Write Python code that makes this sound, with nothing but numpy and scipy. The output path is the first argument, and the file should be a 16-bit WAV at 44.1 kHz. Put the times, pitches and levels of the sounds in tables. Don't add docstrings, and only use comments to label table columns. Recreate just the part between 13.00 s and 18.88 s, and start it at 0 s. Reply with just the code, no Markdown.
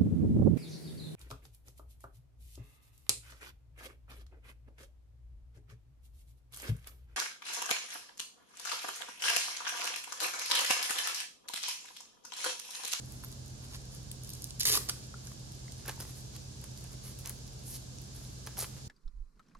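import sys
import numpy as np
from scipy import signal
from scipy.fft import rfft, irfft
from scipy.io import wavfile
from scipy.ndimage import uniform_filter1d, map_coordinates

SR = 44100
rng = np.random.default_rng(int(sys.argv[2]) if len(sys.argv) > 2 else 0)


def unload_audio(sound):
    columns = np.transpose(np.atleast_2d(sound))
    steps = np.round(np.clip(columns, -1, 1) * 32767)
    wavfile.write(sys.argv[1], SR, steps.astype(np.int16))


N = 259308

# hz, density_db_per_hz, port_likeness (-1 to 1)
AIR_SPECTRUM = [(24, -104, 0.8), (34.2, -84, 0.97), (43, -75, .97), (80, -72.5, 0.68), (154, -77.5, 0.72),
                (392, -84.5, 0.057), (1380, -98.5, -.2), (1700, -94, -0.43), (1820, -102, -0.39),
                (2420, -99, -0.019), (4740, -89, -0.053), (6770, -89.5, -0.047), (7870, -90, 0.74),
                (9500, -98, 0.82), (10800, -104, 1), (12100, -105, 1), (15200, -122, 1)]
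# time_s, swell_db
HISS_SWELL = [(0, -2.5), (1.5, -2), (3, -0.7), (4.5, -1.56), (5.88, -0.8)]
# shaft_order, mains_order, left_rms_db, right_rms_db
HUM_LINES = [(1, 0, -61, -60), (2, 0, -61.5, -57), (3, 0, -52, -49.5), (0, 1, -54.5, -57),
             (1, 1, -66.5, -66), (2, 1, -66, -62.5), (0, 2, -75, -66.5), (-2, 2, -72, -67.5)]
# time_s, lag_us
LEFT_LAG = [(0, 147), (2.3, 87), (2.6, 35), (5.88, 14)]
# start_s, peak_db, ring_hz, ring_share (0-1)
BUCKLE_KNOCKS = [(0.243, -46, 1300, 0.05), (1.606, -41, 1970, 0.5), (1.633, -39, 1980, 0.7),
                 (1.654, -28.5, 2030, 0.8), (1.7, -36, 2000, 0.8), (1.743, -35, 1150, 0.46),
                 (1.748, -37, 1110, .8), (1.753, -31, 1090, 1), (1.763, -36, 1020, 0.8),
                 (1.774, -27, 1160, 0.93), (1.889, -36, 1190, 0.45), (1.896, -31.5, 1450, 1),
                 (2.1415, -38, 1390, 0.77), (2.274, -40, 1630, 0.28), (2.317, -40.5, 1200, 0.34),
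                 (2.681, -41, 2110, 0.4), (2.856, -37, 1700, 0.35), (2.88, -40, 1100, 0.1),
                 (2.8862, -28.5, 1700, 0.4), (2.8936, -27.5, 1050, 0.22), (2.896, -23.5, 1100, 0.2),
                 (2.9018, -31, 2000, 0.05), (2.978, -43, 950, 0.47), (3.005, -35, 530, 0.24),
                 (3.024, -40, 711, 0.4), (3.052, -40.5, 603, 0.3), (3.641, -41, 1020, 0.06),
                 (4.255, -34, 2460, 0.1), (4.276, -48, 1860, 0.4), (5.472, -34, 1660, 0.49),
                 (5.571, -38, 1000, .2), (5.576, -37, 900, 0.4), (5.582, -46, 786, .8),
                 (5.587, -38.5, 750, 1), (5.624, -36, 1220, 0.53), (5.628, -33.5, 486, 0.57),
                 (5.644, -25.5, 1480, 0.13), (5.647, -35, 2540, 0.2), (5.65, -34, 1800, 0)]
# hz, width_hz
TAUT_RESONANCES = [(400, 250), (1100, 260), (2050, 800)]
# time_s, low_db, middle_db, high_db
TAUT_LEVELS = [(1.645, -80, -80, -70), (1.654, -56, -60, -47), (1.68, -55, -58, -48), (1.70, -49, -54, -47),
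               (1.73, -48, -52, -47), (1.755, -53, -48, -48), (1.776, -51, -50, -47),
               (1.785, -54, -70, -58), (1.83, -56, -75, -62), (1.88, -66, -80, -70), (1.92, -85, -90, -85)]
# hz, width_hz, level_db
WEBBING_RESONANCES = [
    [(412, 300, 0.5), (1100, 1240, 3.5), (1970, 3100, 3.5)],
    [(3100, 2800, -8), (4780, 3200, 2.5), (6770, 4500, -3)],
    [(8330, 3400, 5), (10650, 2300, 4), (12530, 2160, 3.5), (13540, 890, -3)],
]
# start_s, treble_peak_db, mid_minus_treble_db
HOOK_SNAPS = [(0.06, -39, -20), (0.1224, -32, -22), (0.247, -30, -8), (0.2846, -43.5, -13),
              (0.3168, -38, -4), (0.326, -34.5, -3), (0.6473, -48, -7), (0.7362, -49, -5), (0.757, -37, -5),
              (0.9495, -31.5, -16), (1.115, -27.5, -6), (1.1293, -41, -8), (1.2353, -33.5, -2),
              (1.2472, -35, 0), (1.2741, -37, -7), (1.2924, -29, -7), (1.303, -30.5, -2.5),
              (1.3347, -28.5, -9), (1.3374, -30, -12), (1.3517, -35, -1), (1.421, -30, -6), (1.43, -41, -7),
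              (1.4425, -21, -2), (1.498, -39, -10), (1.507, -36, 8.5), (1.594, -37, -10), (1.5975, -22, -6),
              (1.604, -24, -5), (1.6055, -18, -4), (1.61, -27, -4), (1.632, -24, -2), (1.6422, -26, -5),
              (1.6528, -20, -5), (1.654, -15, -2), (1.657, -19, -4), (1.661, -21, -7), (1.667, -17, -3),
              (1.669, -18, -4), (1.6725, -20, -2), (1.676, -20, -4), (1.6808, -22, -3), (1.6865, -20, -2),
              (1.6955, -19, -2), (1.699, -18, -4), (1.718, -19, -2), (1.7245, -14, -5), (1.7315, -20, -1),
              (1.7388, -19, -3), (1.753, -14, -8), (1.7626, -25, -9), (1.7735, -16, -7), (1.889, -22, 0),
              (1.8955, -18.5, -1), (1.8985, -25, -14), (2.2712, -39, 7.5), (2.7216, -35, 2),
              (2.7819, -42, -7), (2.8603, -32.5, -7), (2.8815, -22, -18), (2.8923, -27, -12),
              (2.896, -31, 1), (2.9125, -37, 2), (3.002, -35, -12), (3.006, -33, -3), (3.0085, -30.5, 1.5),
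              (3.0266, -37, -7), (3.1083, -42, -8), (3.3646, -33.5, -4), (3.6148, -35, -19),
              (3.641, -31, -14), (3.7758, -35, -10), (3.81, -39, -13), (3.841, -34, -10),
              (3.9312, -37, -13), (4.189, -33.5, -6), (4.259, -24.5, -2.5), (4.274, -26, -6.5),
              (4.295, -23.5, -12), (4.4778, -41, -1), (4.6382, -46, -1), (4.752, -39, -4),
              (4.9855, -45, 10.5), (5.0173, -38, -17), (5.1502, -42, -8), (5.1636, -35, -17),
              (5.25, -47, 9), (5.4648, -34, -12), (5.4716, -30, -5), (5.5704, -35, -3), (5.576, -33, -3),
              (5.5823, -23, -14), (5.5803, -33, -6), (5.5875, -26, -11), (5.5901, -20.5, -16),
              (5.591, -25, -15), (5.6043, -19.5, -18), (5.6, -30, -3), (5.611, -26, -2.5),
              (5.618, -28, -10), (5.6232, -28, -11), (5.626, -30, 2), (5.6312, -28, -10), (5.636, -30, -2)]
# full_level_s, rise_s, hold_s, fall_s, treble_db, mid_minus_treble_db,
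# bass_minus_treble_db, graininess_db
STRAP_STROKES = [(0.123, 0.26, .002, 0.34, -59.5, -16, -6.5, 4),
                 (0.24, 0.018, .002, 0.013, -51.5, -16, -0.5, 7),
                 (0.323, .06, .002, 0.031, -67, -7, 0, 6.5), (0.647, 0.057, .002, 0.017, -56.5, 0, -4.5, 8),
                 (0.755, 0.082, .002, 0.019, -52.5, 3.5, -2.5, 7), (0.94, .055, .004, 0.091, -58, 1, -7, 7),
                 (1.245, 0.043, 0.16, 0.19, -61, 1.5, -23, 6),
                 (1.604, 0.0063, 0.01, 0.025, -40.5, 8, -16, 7.5),
                 (1.653, 0.003, 0.124, .006, -32.5, 0, -14, 4.5),
                 (1.893, 0.0094, 0.0074, 0.0099, -39, 4, -3.5, 4.5),
                 (2.04, .05, .002, .03, -65, 11.5, -10, 5), (2.24, .02, 0.064, .03, -60.5, -3, -9, 8),
                 (2.797, .03, .002, 0.093, -64.5, 1, 1.5, 8),
                 (2.887, 0.037, .002, 0.032, -48, -1, 4.5, 8.5),
                 (3.005, 0.017, 0.004, 0.043, -44.5, -7, -4, 7), (3.06, .03, 0.047, .03, -56, -4, -7.5, 4),
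                 (3.17, .08, .002, 0.11, -53, -10, -13, -1),
                 (3.361, 0.038, .002, 0.012, -59.5, 6.5, 0.5, 10), (3.638, 0.04, .008, .07, -64, -8, 0, 9),
                 (3.752, .05, 0.058, .03, -65, -7, -7, 8), (3.847, 0.033, 0.0018, 0.015, -59, -9, 6, 2),
                 (3.934, 0.092, .002, .035, -58, -14, -7, 7), (4.044, .03, 0.043, 0.09, -51.5, -5, -10, 1),
                 (4.194, .015, .01, 0.046, -52.5, -6, -15, 2),
                 (4.256, 0.026, 0.049, 0.032, -54.5, -4.5, -1, 9),
                 (4.675, 0.037, 0.047, .03, -47, -14, -22, 1),
                 (4.737, 0.042, 0.028, 0.02, -44.5, -5.5, -21, -3),
                 (5.15, 0.022, .004, 0.4, -57, -7, -8.5, 11),
                 (5.474, 0.015, 0.0018, 0.012, -52.5, 5, 9.5, 3.5),
                 (5.571, .008, 0.012, 0.016, -47, -7, -4, 2.5),
                 (5.591, 0.016, 0.038, 0.034, -41.5, -4.5, -8, 2),
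                 (5.783, 0.16, .002, 0.034, -62.5, -13, -1, 7)]

SHAFT_HZ, MAINS_HZ, PUMP_HZ, PUMP_RMS_DB = 42.76, 119.84, 59.09, -57
IN_STEP_S = 0.048
GARAGE_T60_S, GARAGE_DB = 0.33, -9
SCATTER_T60_S, SCATTER_DB, ECHO_PATTERNS, WEIGHT_STEPS_PER_S = 0.008, -10, 4, 40
KNOCK_T60_S, LOOSE_EXTRA_T60_S = 0.011, 0.008
GRIT_DB, CLACK_WIDTH_RATIO = -24, 2.5
TUGS_PER_S, TUG_SIZE_DB = 1500, 1.5
STRAYS_PER_S, STRAY_MIN_DB, STRAY_SCATTER_DB, STRAY_MID_DB = 14, -48, 2.5, -3
TICK_DECAY_S, RATTLE_DB, RATTLE_T60_S = 0.0001, -21, 0.011
TORN_START_S, TORN_END_S = 1.59, 1.79
BUNCH_MID_DB, BUNCH_TREBLE_DB, BUNCH_T60_S = -7, -14, 0.014
TUNE_SCATTER_DB = 0.5
SNAP_TOP_HZ, SNAP_TOP_WIDTH_HZ, SNAP_TOP_DB = 14050, 1700, 0.89
HOOKS_PER_S, HOOK_T30_S, SHARED_SIZE = 4000, 0.0009, 0.7
EDGE_DB = 20
AFTER_DB, AFTER_S = -16.5, 0.15
DULL_BELOW_DB, DULL_DB_PER_DB, DULL_MIN_DB, DULL_HZ = -38, 4.5, -4, 12000
PORT_SPLIT_HZ, PORT_ALIGN_HZ, PORT_DELAY_S, BALANCE_DB = 7200, 11250, 155e-6, -1.7
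TOP_HZ = 16100


def undb(db):
    return 10 ** (np.asarray(db) / 20)


def unit(x):
    return x / np.sqrt(np.mean(x ** 2))


def band(x, hz, width_hz):
    b, a = signal.iirpeak(hz, hz / width_hz, fs=SR)
    return signal.lfilter(b, a, signal.lfilter(b, a, x))


def ring_down(t, t60_s):
    return np.exp(-np.log(1000) * t / t60_s)


def fade(x, fall_s):
    return signal.lfilter([1], [1, -ring_down(1 / SR, fall_s)], x)


def walk(rate_hz):
    k = int(SR / rate_hz)
    steps = np.repeat(rng.standard_normal(N // k + 1), k)
    return 0.15 * uniform_filter1d(uniform_filter1d(steps, k), k)[:N]


def air():
    hz, density_db, likeness = np.transpose(AIR_SPECTRUM)
    log_f = np.log(np.fft.rfftfreq(N, 1 / SR) + 1)
    gain = undb(np.interp(log_f, np.log(hz), density_db, left=-130)) * np.sqrt(SR / 2)
    c = np.clip(np.interp(log_f, np.log(hz), likeness), -0.9, 1)
    mid, side = rfft(rng.standard_normal((2, N))) * gain * np.sqrt([(1 + c) / 2, (1 - c) / 2])
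    pair = np.array([mid + side, mid - side])
    treble = 1 / (1 + (2500 / np.exp(log_f)) ** 6)
    swell_db = np.interp(np.arange(N) / SR, *np.transpose(HISS_SWELL)) + 0.41 * walk(2.7)
    return irfft(pair * (1 - treble), N) + undb(swell_db) * irfft(pair * treble, N)


def hum():
    t = np.arange(N) / SR - IN_STEP_S
    out = undb([[PUMP_RMS_DB], [PUMP_RMS_DB]]) * np.cos(2 * np.pi * PUMP_HZ * t)
    for shaft, mains, *port_db in HUM_LINES:
        waver = undb(0.59 * walk(1.2) * (shaft != 0))
        line_hz = shaft * SHAFT_HZ + mains * MAINS_HZ
        out = out + undb(port_db)[:, None] * waver * np.cos(2 * np.pi * line_hz * t)
    return np.sqrt(2) * out


def echoes(x, t60_s, db):
    t = np.arange(int(2 * t60_s * SR)) / SR
    echo = rng.standard_normal((2, len(t))) * ring_down(t, t60_s) * (t > 0.0005)
    echo = undb(db) * echo / np.sqrt(np.sum(echo ** 2, axis=1, keepdims=True))
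    return signal.fftconvolve(x[None], echo)[:, :N]


def garage(x):
    weights = np.array([walk(WEIGHT_STEPS_PER_S) for _ in range(ECHO_PATTERNS)])
    weights /= np.sqrt(np.sum(weights ** 2, axis=0))
    scatter = sum(echoes(x * w, SCATTER_T60_S, SCATTER_DB) for w in weights)
    return scatter + echoes(x, GARAGE_T60_S, GARAGE_DB)


def knocks():
    out, t = np.zeros(N + 4000), np.arange(4000) / SR
    noises = rng.standard_normal((len(BUCKLE_KNOCKS), 4000))
    for (start_s, peak_db, hz, share), noise in zip(BUCKLE_KNOCKS, noises):
        decay = ring_down(t, KNOCK_T60_S + LOOSE_EXTRA_T60_S * share)
        push = (t == 0) + undb(GRIT_DB) * noise * decay
        clack = band(push, hz, CLACK_WIDTH_RATIO * hz)
        share = np.clip(share, 0, 1)
        ring = np.sin(2 * np.pi * hz * t) * decay * (1 - np.exp(-t / 0.00016))
        hit = share * ring + (1 - share) * clack / abs(clack).max()
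        i = int(start_s * SR)
        out[i:i + 4000] += undb(peak_db) * hit / abs(hit).max()
    return out[:N]


def taut():
    t, (time_s, *levels) = np.arange(N) / SR, np.transpose(TAUT_LEVELS)
    out = 0
    for (hz, width_hz), level_db in zip(TAUT_RESONANCES, levels):
        tugs = (rng.random(N) < TUGS_PER_S / SR) * rng.standard_normal(N)
        tugs = tugs * undb(TUG_SIZE_DB * rng.exponential(size=N))
        level = undb(np.interp(t, time_s, level_db, left=-120, right=-120))
        out = out + level * unit(band(tugs, hz, width_hz))
    return out


def strays():
    place, size = rng.random((int(STRAYS_PER_S * N / SR), 2)).T
    peak_db = STRAY_MIN_DB - STRAY_SCATTER_DB * np.log(1 - size)
    return [(s, db, STRAY_MID_DB) for s, db in zip(place * N / SR, peak_db)]


def strike(push, modes, noise):
    out = 0
    for k, (hz, width_hz, db) in enumerate(modes):
        bent_hz = hz * undb(TUNE_SCATTER_DB * noise[-1 - k])
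        out = out + undb(db) * band(push, bent_hz, width_hz) * (-1) ** k
    return out / abs(out).max()


def snaps():
    out, t = np.zeros(N + 4000), np.arange(4000) / SR
    rows = list(HOOK_SNAPS) + strays()
    treble_modes = WEBBING_RESONANCES[2][:-1] + [(SNAP_TOP_HZ, SNAP_TOP_WIDTH_HZ, SNAP_TOP_DB)]
    for (start_s, peak_db, mid_db), noise in zip(rows, rng.standard_normal((len(rows), 4000))):
        tick = (t == 0) + 0.2 * noise * np.exp(-t / TICK_DECAY_S)
        mid_rattle_db, treble_rattle_db, t60_s = RATTLE_DB, RATTLE_DB, RATTLE_T60_S
        if TORN_START_S < start_s < TORN_END_S:
            mid_rattle_db, treble_rattle_db, t60_s = BUNCH_MID_DB, BUNCH_TREBLE_DB, BUNCH_T60_S
        rattle = noise * ring_down(t, t60_s)
        mid = strike(tick + undb(mid_rattle_db) * rattle, WEBBING_RESONANCES[1], noise)
        treble = strike(tick + undb(treble_rattle_db) * rattle, treble_modes, noise)
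        i = int(start_s * SR)
        out[i:i + 4000] += undb(peak_db) * (treble + undb(mid_db) * mid)
    return out[:N]


def rips():
    t, power, grain_db = np.arange(N) / SR, np.zeros((3, N)), np.zeros(N)
    for full_s, rise_s, hold_s, fall_s, treble_db, mid_db, bass_db, grain in STRAP_STROKES:
        early = full_s - t
        late = t - full_s - max(hold_s, 0)
        slope = np.maximum(early / max(rise_s, 0.002), late / max(fall_s, 0.002))
        shape_db = -EDGE_DB * np.maximum(slope, 0)
        after = (late > 0) * undb(2 * (AFTER_DB - EDGE_DB * late.clip(0) / AFTER_S))
        band_db = np.array([[treble_db + bass_db], [treble_db + mid_db], [treble_db]])
        stroke = undb(2 * band_db) * (undb(2 * shape_db) + after)
        power += stroke
        grain_db += np.clip(grain, 0, 7) * stroke[2]
    grain_db /= power[2] + 1e-30
    level_db = 10 * np.log10(power[2] + 1e-30)
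    dull_db = np.clip(DULL_DB_PER_DB * (level_db - DULL_BELOW_DB), DULL_MIN_DB, 0)
    hooks = rng.random(N) < HOOKS_PER_S / SR
    common, out = rng.exponential(size=N), 0
    for gain, modes in zip(np.sqrt(power), WEBBING_RESONANCES):
        part = 0
        for hz, width_hz, db in modes:
            size = SHARED_SIZE * common + (1 - SHARED_SIZE) * rng.exponential(size=N)
            size_db = grain_db * np.minimum(size, 3)
            burst = np.sqrt(fade(hooks * undb(2 * size_db), HOOK_T30_S))
            burst /= np.sqrt(uniform_filter1d(burst ** 2, size=4000)) + 1e-9
            ring = unit(band(burst * rng.standard_normal(N), hz, width_hz))
            part = part + undb(db + dull_db * (hz > DULL_HZ)) * ring
        out = out + gain * part / np.sqrt(np.sum(undb(np.array(modes)[:, 2]) ** 2))
    return out


def scene():
    strap = rips() + snaps() + knocks() + taut()
    n = np.arange(N)
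    sos = signal.butter(6, PORT_SPLIT_HZ, fs=SR, output="sos")
    low = signal.sosfiltfilt(sos, strap)
    lag_samples = np.interp(n / SR, *np.transpose(LEFT_LAG)) * SR / 1e6
    left_low = map_coordinates(low, [n - lag_samples], order=3)
    near = np.array([left_low, low]) + strap - low
    balance = undb([[BALANCE_DB / 2], [-BALANCE_DB / 2]])
    return balance * (near + garage(strap) + air()) + hum()


def record(dry):
    f = np.fft.rfftfreq(N, 1 / SR)
    onset = np.clip((f - PORT_SPLIT_HZ) / 800 + 0.5, 0, 1)
    turn = np.pi * (f - PORT_ALIGN_HZ) * PORT_DELAY_S * onset
    even = undb(-BALANCE_DB / 2 * np.clip((f - PORT_SPLIT_HZ) / 2500, 0, 1))
    ports = np.array([even, 1 / even]) * np.exp(1j * np.array([turn, -turn]))
    wet = irfft(rfft(dry) * ports, N)
    return signal.sosfilt(signal.ellip(10, 0.2, 80, TOP_HZ, fs=SR, output="sos"), wet)


dry = scene()
out = record(dry)
unload_audio(out)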